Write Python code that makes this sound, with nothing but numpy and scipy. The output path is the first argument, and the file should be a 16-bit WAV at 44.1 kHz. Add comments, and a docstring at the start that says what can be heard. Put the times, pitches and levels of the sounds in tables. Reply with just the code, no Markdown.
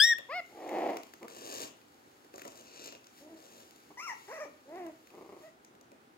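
"""A puppy's high yelp comes first, close to a phone on a storeroom floor; then its littermates yip,
whine and growl as they wrestle on a paper pad. Each voice is a source and a filter: vocal folds vibrate,
almost periodically in a cry and irregularly in a growl, and the throat and mouth shape the spectrum.
Friction makes paws scuff and coats rustle, and claws tick on impact with the pad.
Shelves and walls add a short reverberation over a faint room tone."""
import sys
import numpy as np
from scipy import signal
from scipy.fft import rfft, irfft, next_fast_len
from scipy.io import wavfile
from scipy.ndimage import uniform_filter1d, map_coordinates

SR = 44100
rng = np.random.default_rng(int(sys.argv[2]) if len(sys.argv) > 2 else 0)


def wav_record(signal):
    """Record a signal, one row per channel, as 16-bit PCM in the file named by sys.argv[1]."""
    frames = np.transpose(np.atleast_2d(signal))
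    bounded = np.clip(frames, -1, 1)
    # unit amplitude maps onto the largest positive 16-bit level
    quanta = np.round(bounded * 32767).astype(np.int16)
    wavfile.write(sys.argv[1], SR, quanta)


N = 272097
TIME = np.arange(N) / SR
TOP_HZ = 15800

# Spectra of the room tone and of rubbing fur. Each row: frequency in Hz, relative level in dB.
ROOM_SPECTRUM = [(18, -76), (30, -43), (71, -12), (203, -9.5), (231, -4), (343, -3), (578, -12),
                 (642, -15.5), (792, -9.5), (857, -14.5), (1060, -17.5), (1370, -16), (2640, -22.5),
                 (13000, -36), (15700, -33)]
FUR_SPECTRUM = [(880, -47), (1500, -7.5), (2620, -7), (3390, -5), (4550, -6), (5700, -8.5), (6940, -6),
                (8360, -10.5), (13700, -14), (15700, -14.5)]
# Reverberation. Each row: frequency in Hz, seconds to decay by 60 dB.
REVERB_TIMES = [(150, 0.38), (500, 0.35), (1900, 0.42), (3400, 0.34), (6000, .2), (15000, 0.013)]
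# Stereo balance of the yelper and the huddle. Each row: frequency in Hz, left minus right in dB.
YELP_BALANCE = [(1000, 5), (1800, 3), (3300, 9), (5400, 8), (7200, -5), (9000, -4.5), (13000, -9.5),
                (15000, -6)]
HUDDLE_BALANCE = [(100, 4.5), (350, 0), (700, -2), (1300, 7), (2000, 4), (3000, -1), (4500, 8), (7000, 5.5),
                  (9000, 4.5), (11000, -6), (13000, -12), (15500, -5)]
# Shoves that rustle the coats. Each row: middle and half length in seconds, level in dB.
SHOVES = [(.8, 0.35, -62), (3.198, 0.062, -62.5), (3.6, 0.32, -65.5), (4.25, 0.18, -62.5),
          (5.43, .07, -65.5)]
# Spectra of two kinds of scuff and of the padding. Each row: frequency in Hz, relative level in dB.
CRISP_PAPER = [(1100, -63), (1400, -9), (1750, 1.5), (2050, -10.5), (2600, -0.5), (3200, 0), (4000, -1),
               (5700, -4), (6400, -0.5), (7500, -2), (8100, -1.5), (10300, -15.5), (13000, -10.5),
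               (15700, -16.5)]
RASPING_PAPER = [(1100, -17), (1500, 0.5), (2200, -5), (2500, 8.5), (2800, 5.5), (3200, -2), (4100, 5.5),
                 (4900, 1), (5700, 2.5), (6500, 1), (7400, 2), (8100, -3), (10500, -19), (13500, -11),
                 (15700, -26)]
PADDING = [(30, -68), (100, -15.5), (170, -17.5), (230, -6.5), (330, -3), (520, -2.5), (850, -6.5),
           (1100, -11.5), (1600, -34.5), (2300, -48)]
# Dragged paws. Each row: start, full weight and lift in seconds, relative hiss and body in dB, kind.
PAW_DRAGS = [(1.281, 1.52, 1.638, -46.5, -46, "crisp"), (2.332, 2.455, 2.48, -59.5, -63, "crisp"),
             (2.5, 2.56, 2.62, -59.5, -58.5, "crisp"), (2.649, 2.842, 2.89, -51, -54, "rasping"),
             (3.363, 3.421, 3.62, -64.5, -61.5, "crisp")]
# Clear steps. Each row: time in seconds, tick peak in dB, nominal tick centre in Hz, relative thud in dB.
FOOTFALLS = [(.1834, -32, 1870, -45), (.6918, -37, 2100, -51), (.9692, -30.5, 2480, -38),
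             (1.0326, -35.5, 2150, -52), (1.1368, -39, 2320, -51), (1.2296, -37, 2110, -45),
             (1.281, -36.5, 1900, -60), (1.6357, -40, 1725, -45), (1.8143, -50.5, 2250, -68),
             (2.34, -44.5, 2250, -42.5), (2.3585, -38.5, 6500, -50), (2.38, -39, 1760, -42),
             (2.3944, -39.5, 1850, -51), (2.4178, -35, 1708, -46.5), (2.4511, -36.5, 1780, -39),
             (2.4774, -39.5, 7070, -44), (2.9235, -39.5, 2630, -46.5), (2.9503, -39, 2640, -49),
             (3.043, -47.5, 4220, -72), (3.0682, -44, 3840, -71), (3.7598, -48, 4730, -63),
             (4.8645, -42.5, 1584, -56), (5.071, -47, 2130, -70), (5.6476, -47.5, 6770, -72),
             (5.9172, -49.5, 1690, -50)]
# Vocal tract filters for growls, for cries and for the yelp's breath.
# Each row: frequency in Hz, relative gain in dB.
THROAT_LOUD = [(50, -74), (150, -22), (210, -8.5), (285, -5), (333, -2.5), (410, -2.5), (540, -2.5),
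               (820, -2.5), (1000, -12.5), (1500, -28), (1950, -17.5), (2800, -27.5), (3300, -31.5),
               (8000, -50.5)]
THROAT_SOFT = [(100, -17), (200, -8.5), (330, 7.5), (600, -3), (850, -5), (1180, -6), (1500, -34),
               (2100, -16.5), (3200, -32), (8000, -37)]
MOUTH_WIDE = [(1200, -28.5), (1800, -9.5), (2500, -5), (3400, 0), (4200, -23), (4900, -5.5), (5600, -3.5),
              (6300, -38), (7300, -18.5), (8600, -16), (9500, -25), (10800, -38), (13000, -33),
              (15000, -28.5), (15800, -41)]
MOUTH_OPEN = [(500, 12), (1000, 20), (1450, -3), (2100, 9), (2900, -7), (3700, -14.5), (5000, -11.5),
              (6000, -32), (12000, -33)]
MOUTH_HALF = [(120, -35), (400, -13), (900, 11.5), (1300, -6.5), (1900, 0.5), (2700, -11), (3400, -41),
              (4400, -28), (5700, -12), (7000, -23.5), (9000, -33.5), (14000, -35)]
MOUTH_SHUT = [(100, -7), (300, 17.5), (700, -3), (1000, -15), (1400, -28.5), (1950, -19.5), (2400, -25.5),
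              (3200, -37), (8000, -49)]
YELP_BREATH = [(1000, -10.5), (3000, 1.5), (5200, -5), (6400, -13), (8000, 2), (10500, -6.5), (14000, -5),
               (15700, -11)]
# A long growl, a grunt, a huff and a stuttering growl. Each row: start, peak and end in seconds,
# relative level in dB, fold rate in Hz, steepness of the swell, stutter depth in dB.
GROWL_SWELLS = [(.48, 0.864, 1.063, -30, 328.9, 1.49, 3), (1.209, 1.242, 1.28, -47, 206.5, 0.47, 10),
                (3.901, 3.906, 3.94, -47.5, 242, 1.2, 1), (5.101, 5.263, 5.43, -51, 185.5, 0.35, 16)]
# A yip, a grumble, a moan and a whimper. Each row: start, top and end in seconds, pitch at each in Hz,
# roundness of the top, relative fundamental and overtones in dB, attack and release in seconds.
CRY_ARCHES = [(0.285, .365, .407, 445.7, 740.5, 674, 1.3, -39.5, -38, 0.014, 0.004),
              (3.19, 3.303, 3.39, 263.5, 334, 314, 1.18, -55.5, -60.5, 0.025, 0.023),
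              (4.641, 4.778, 4.925, 246, 394.7, 299.2, .75, -49, -48, 0.083, 0.047),
              (5.421, 5.472, 5.495, 599, 659.6, 612, 1.3, -55, -66.5, 0.016, .01)]
# Cries that shift or break. Each row: time in seconds, pitch in Hz, relative fundamental and overtones in dB.
WHINE_COURSE = [(4.278, 374.4, -55, -51.5), (4.312, 472.5, -46, -44.5), (4.335, 651, -44.5, -50),
                (4.37, 641, -48, -46.5), (4.392, 538.7, -44, -49), (4.41, 615.5, -38.5, -43),
                (4.452, 564, -44, -52.5), (4.459, 311, -53, -51), (4.495, 280, -54, -85)]
SQUEAL_COURSE = [(3.972, 917, -52, -52.5), (4, 1085, -48, -42.5), (4.02, 1312, -49, -52),
                 (4.04, 1402, -47.5, -49), (4.06, 1368, -47, -55), (4.08, 1108, -44, -43.5),
                 (4.1, 974, -44, -39.5), (4.137, 826, -45.5, -57)]
YELP_COURSE = [(0, 1587, -22.5, -19), (0.019, 1728, -24.5, -20), (.048, 1847, -21, -23.5),
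               (.066, 1884, -27, -32), (.098, 1890, -23.5, -33.5), (0.127, 1849, -22, -39.5),
               (.141, 1642, -33, -43)]


def undb(db):
    """Amplitude grows tenfold with every 20 dB."""
    return 10 ** (np.asarray(db) / 20)


def unit(x):
    """Normalisation to an rms of 1."""
    return x / np.sqrt(np.mean(x ** 2) + 1e-20)


def at_hz(points, hz):
    """Interpolation of (Hz, value) points on a log-frequency axis."""
    f, value = np.transpose(points)
    return np.interp(np.log(np.maximum(hz, 1)), np.log(f), value)


def colour(x, points):
    """Minimum-phase filtering: a folded cepstrum makes the (Hz, dB) response causal."""
    size = next_fast_len(len(x) + 4096, True) // 2 * 2
    cepstrum = irfft(np.log(undb(at_hz(points, np.arange(size // 2 + 1) * SR / size))))
    cepstrum[1:size // 2] *= 2
    cepstrum[size // 2 + 1:] = 0
    return irfft(rfft(x, size) * np.exp(rfft(cepstrum)))[:len(x)]


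def walk(n, rate):
    """Random modulation: smoothed noise of rms 1 that changes rate times a second."""
    k = max(2, int(SR / rate))
    held = np.repeat(rng.standard_normal(n // k + 1), k)
    return unit(uniform_filter1d(uniform_filter1d(held, k), k))[:n]


def controls(course, fade_s=0.003):
    """Linear interpolation: a soft-edged gate, then the course's columns sample by sample."""
    s, *columns = np.transpose(course)
    t = np.arange(s[0], s[-1], 1 / SR)
    gate = np.clip((t - t[0]) / fade_s * 2, 0, 1) * np.clip((t[-1] - t) / fade_s, 0, 1)
    return [gate] + [np.interp(t, s, c) for c in columns]


def place(x, start_s):
    """A delay sets the sound on the time line."""
    return np.pad(x, (max(0, int(start_s * SR)), N))[:N]


def room_tone(level_db=-63.5):
    """Partial coherence: faint noise is alike at both microphones in the bass, unlike in the treble."""
    mid, side = (unit(colour(rng.standard_normal(N), ROOM_SPECTRUM)) for _ in range(2))
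    side = colour(side, [(100, -13), (350, -7), (1000, 5.5), (3000, -1)])
    return undb(level_db + 0.32 * walk(N, 15)) * (mid + np.array([side, -side]))


def reverberation(x, build_s=0.017):
    """Dense reflections from shelves and walls decay exponentially, the treble fastest."""
    t = TIME[:SR // 2]
    edges = np.geomspace(80, TOP_HZ, 8)
    mid, side = rng.standard_normal((2, len(t)))
    response = 0
    for lo, hi in zip(edges, edges[1:]):
        hz = np.sqrt(lo * hi)
        width = min(hz / 900, 1)
        pair = (mid + width * np.array([side, -side])) / np.hypot(1, width)
        band = signal.sosfilt(signal.butter(2, [lo, hi], "band", fs=SR, output="sos"), pair)
        response = response + band * undb(-60 * t / at_hz(REVERB_TIMES, hz))
    response = response * np.clip(t / build_s, 0, 1)
    return signal.fftconvolve(x[None], unit(response) / np.sqrt(len(t)), axes=1)[:, :N]


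def arrive(x, balance, lead_ms, room_db):
    """Time and level differences give direction: the left microphone leads, and the room follows."""
    early = map_coordinates(x, [np.arange(N) + lead_ms * SR / 1000], order=3)
    pair = np.array([early, x]) + undb(room_db) * reverberation(x)
    return np.array([colour(channel, [(hz, sign * db / 2) for hz, db in balance])
                     for channel, sign in zip(pair, (1, -1))])


def slips(n, rate, scatter_db):
    """Shot noise: fibres catch and release at random, with many small impulses and a few large."""
    struck = rng.random(n) < rate / SR
    size = undb(scatter_db * np.minimum(rng.exponential(size=n), 4))
    return unit(struck * size * rng.standard_normal(n))


def fur(brush_db=-70.5, settle_s=5.28, settle_db_per_s=44):
    """Friction of coats: each shove adds its power to a faint brushing that fades as the pups settle."""
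    brushing = undb(brush_db - settle_db_per_s * np.maximum(TIME - settle_s, 0))
    shoving = sum(undb(db) ** 2 * np.exp(-2 * ((TIME - s) / half_s) ** 2) for s, half_s, db in SHOVES)
    envelope = np.sqrt(brushing ** 2 + shoving)
    friction = slips(N, rate=1900, scatter_db=18) + 2.8 * rng.standard_normal(N)
    return unit(colour(friction, FUR_SPECTRUM)) * envelope * undb(0.5 * walk(N, 17))


def scuff(start, full, lift, hiss_db, body_db, kind, lean_db_per_s=51.5, lift_db_per_s=219, lift_s=0.092):
    """Sliding friction follows the load on a paw; it crackles in the paper and thrums the padding."""
    gate, load_db = controls([(start, -lean_db_per_s * (full - start)), (full, 0),
                              (lift, 0), (lift + lift_s, -lift_db_per_s * lift_s)])
    n = len(gate)
    friction = slips(n, rate=1200, scatter_db=2.5) + undb(-2) * rng.standard_normal(n)
    friction *= undb(0.24 * walk(n, 330))
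    paper = {"crisp": CRISP_PAPER, "rasping": RASPING_PAPER}[kind]
    hiss = undb(hiss_db) * unit(colour(friction, paper))
    body = undb(body_db) * unit(colour(friction, PADDING))
    return place(gate * undb(load_db) * (hiss + body), start)


def catches(full, lift, hiss_db, body_db, rate_hz=61.8, uneven=0.3, tick_hz=6790, above_hiss_db=12.5):
    """Stick-slip motion: a paw under full weight gives rows of almost periodic impacts."""
    chance = rng.uniform(-1.1, 1, size=(40, 2))
    return [(s + uneven * late / rate_hz, hiss_db + above_hiss_db - weak_db, tick_hz, body_db - weak_db)
            for s, (late, weak_db) in zip(np.arange(full, lift, 1 / rate_hz), chance)]


def patter(count=18, tick_db=-53, tick_hz=3430, thud_db=-59, spread_db=5.5):
    """Irregular impacts: rows of light steps, scattered in time, force and pitch."""
    return [((k + (1 + late) / 2) * TIME[-1] / count, tick_db + spread_db * force,
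             tick_hz * 2 ** octaves, thud_db + spread_db * force)
            for k, (late, force, octaves) in enumerate(rng.uniform(-1.2, 1, (count, 3)))]


def steps(impacts, thud_gain_db=0, tick_s=0.0013, thud_s=0.013):
    """Impacts excite damped transients: a tick of claw on paper and a thud of the paw."""
    t, out = TIME[:4096], 0
    soft_paper = [(2400, -2.5), (4400, -4), (7000, 1.5), (10300, -10.5), (13500, -4.5)]
    for s, tick_db, hz, thud_db in impacts:
        crack, push = rng.standard_normal((2, len(t)))
        claw = [(hz / 8, -18), (hz / 2, -5), (hz, 0), (hz * 3, -13.32)]
        tick = colour(colour(crack * t * np.exp(-t / tick_s), claw), soft_paper)
        tick *= undb(tick_db) / abs(tick).max()
        thud = colour(push * np.exp(-t / thud_s), PADDING)
        thud *= undb(thud_db + thud_gain_db) / abs(thud).max()
        out = out + place(tick + thud, s)
    return out


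def swell(start, peak, end, db, hz, steepness, stutter_db, stutter_hz=26.73, uneven=0.2, spread=0.19):
    """Amplitude modulation: a growl's course swells and dies away, in bursts that start hard and sag."""
    s = np.linspace(start, end, 400)
    effort = np.interp(s, [start, peak, end], [.01, 1, .01])
    swell_db = 20 * np.log10(effort) * steepness * np.where(s < peak, 1, 1.28)  # steeper as it dies
    force, late = rng.uniform(-1, 1, size=(40, 2)).T
    beat = (s - start) * stutter_hz
    burst, age = np.divmod(beat + uneven * np.interp(beat, np.arange(len(late)), late), 1)
    burst_db = stutter_db * (spread * force[burst.astype(int)] - age ** 2)
    return np.transpose([s, db + swell_db + burst_db, np.full(len(s), hz)])


def growl(course, throat, jitter, scatter_db, air_db):
    """Aperiodic phonation: slack folds slap shut with uneven timing and force, ringing the throat."""
    gate, db, hz = controls(course)
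    n = len(gate)
    pulses, i = np.zeros(n), 0
    for stretch, force in rng.uniform(-1, 1, (400, 2)):
        if i < n:
            pulses[i] = undb(scatter_db * force)
            i += int(SR / hz[i] * np.exp(jitter * stretch))
    slaps = unit(colour(pulses - pulses.mean(), throat))
    air = unit(colour(rng.standard_normal(n), throat))
    return place(gate * undb(db) * unit(slaps + undb(air_db) * air), course[0][0])


def arch(start, top, end, start_hz, top_hz, end_hz, roundness, low_db, over_db, attack_s, release_s):
    """Vocal effort couples level to pitch: both climb and sink over the course of a cry."""
    s = np.linspace(start, end, 200)
    away = np.interp(s, [start, top, end], [1, 0, 1]) ** roundness
    hz = top_hz + away * (np.where(s < top, start_hz, end_hz) - top_hz)
    opening = np.clip(np.minimum((s - start) / attack_s, (end - s) / release_s), .01, 1)
    effort_db = 20 * np.log10(opening) + 7.5 * np.log2(hz / top_hz)  # 7.5 dB per octave
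    push_db = 47 * (s - top)  # the fundamental gains 47 dB a second on the overtones
    return np.transpose([s, hz, low_db + effort_db + push_db, over_db + effort_db])


def cry(course, mouth, jitter, shimmer, air_db):
    """Source and filter: the folds' wavering harmonics glide through the mouth's resonances."""
    gate, hz, low_db, over_db = controls(course)
    n = len(gate)
    hz = uniform_filter1d(hz, size=400, mode="nearest")  # the folds cannot change pitch abruptly
    phase = 2 * np.pi * np.cumsum(hz * (1 + jitter * walk(n, 600))) / SR
    overtones, power = 0, 1e-12
    for k in range(2, int(TOP_HZ / hz.min()) + 1):
        gain = undb(at_hz(mouth, k * hz)) * (k * hz < TOP_HZ)
        overtones = overtones + gain * np.sin(k * phase) * (1 + shimmer * walk(n, 700))
        power = power + gain ** 2
    air = unit(colour(rng.standard_normal(n) * (1 + np.cos(phase)), mouth))  # one puff each cycle
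    upper = overtones * np.sqrt(2 / power) + undb(air_db) * air
    fundamental = np.sqrt(2) * np.sin(phase) * (1 + shimmer / 2 * walk(n, 200))
    return place(gate * (undb(low_db) * fundamental + undb(over_db) * upper), course[0][0])


def yelp_hiss(loudest_db=-49.5, follow=0.35):
    """Turbulence: air forced through the tight throat hisses, partly following the yelp's overtones."""
    gate, _, _, over_db = controls(YELP_COURSE)
    air = unit(colour(rng.standard_normal(len(gate)), YELP_BREATH))
    level_db = loudest_db + follow * (over_db - over_db.max())
    return place(gate * air * undb(level_db), YELP_COURSE[0][0])


def scene():
    """Superposition: one pup yelps close by, the others cry and growl ahead, paws work to one side."""
    yip_arch, grumble_arch, *moan_arches = (arch(*row) for row in CRY_ARCHES)
    long_swell, grunt_swell, huff_swell, stutter_swell = (swell(*row) for row in GROWL_SWELLS)
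    yelp = cry(YELP_COURSE, MOUTH_WIDE, jitter=.0022, shimmer=.1, air_db=-29)
    yip = cry(yip_arch, MOUTH_OPEN, jitter=.006, shimmer=.12, air_db=-23)
    squeal = cry(SQUEAL_COURSE, MOUTH_HALF, jitter=.014, shimmer=.25, air_db=-14)
    whine = cry(WHINE_COURSE, MOUTH_HALF, jitter=.03, shimmer=.42, air_db=-10)
    moans = sum(cry(course, MOUTH_SHUT, jitter=.02, shimmer=.25, air_db=-16) for course in moan_arches)
    grumble = cry(grumble_arch, MOUTH_SHUT, jitter=.035, shimmer=.6, air_db=-2)
    whines = undb(0.5) * squeal + undb(-2) * whine + undb(2.5) * moans + grumble
    loud = growl(long_swell, THROAT_LOUD, jitter=.29, scatter_db=5, air_db=-7)
    soft = sum(growl(course, THROAT_SOFT, jitter=.22, scatter_db=3.5, air_db=-18)
               for course in (grunt_swell, stutter_swell))
    huff = growl(huff_swell, THROAT_SOFT, jitter=.3, scatter_db=3, air_db=-4)
    growls = undb(-0.47) * loud + undb(3) * soft + undb(-2.5) * huff
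    scuffs = sum(scuff(*row) for row in PAW_DRAGS)
    small_ticks = patter() + [tick for _, *held, _ in PAW_DRAGS for tick in catches(*held)]
    scuffle = undb(-0.5) * scuffs + steps(FOOTFALLS, thud_gain_db=2.5) + steps(small_ticks) + fur()
    return (arrive(yelp + yelp_hiss(), YELP_BALANCE, lead_ms=0, room_db=-16)
            + arrive(yip, HUDDLE_BALANCE, lead_ms=.06, room_db=-17)
            + arrive(whines, HUDDLE_BALANCE, lead_ms=.11, room_db=-10)
            + arrive(growls, HUDDLE_BALANCE, lead_ms=.06, room_db=-11)
            + arrive(scuffle, HUDDLE_BALANCE, lead_ms=.445, room_db=-10.5)
            + room_tone())


def record(dry):
    """Band limiting: the phone thins the deep bass and cuts the highest treble."""
    thin = signal.sosfilt(signal.butter(1, 45, "high", fs=SR, output="sos"), dry)
    return signal.sosfilt(signal.ellip(10, .2, 80, TOP_HZ, fs=SR, output="sos"), thin)


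dry = scene()
out = record(dry)
wav_record(out)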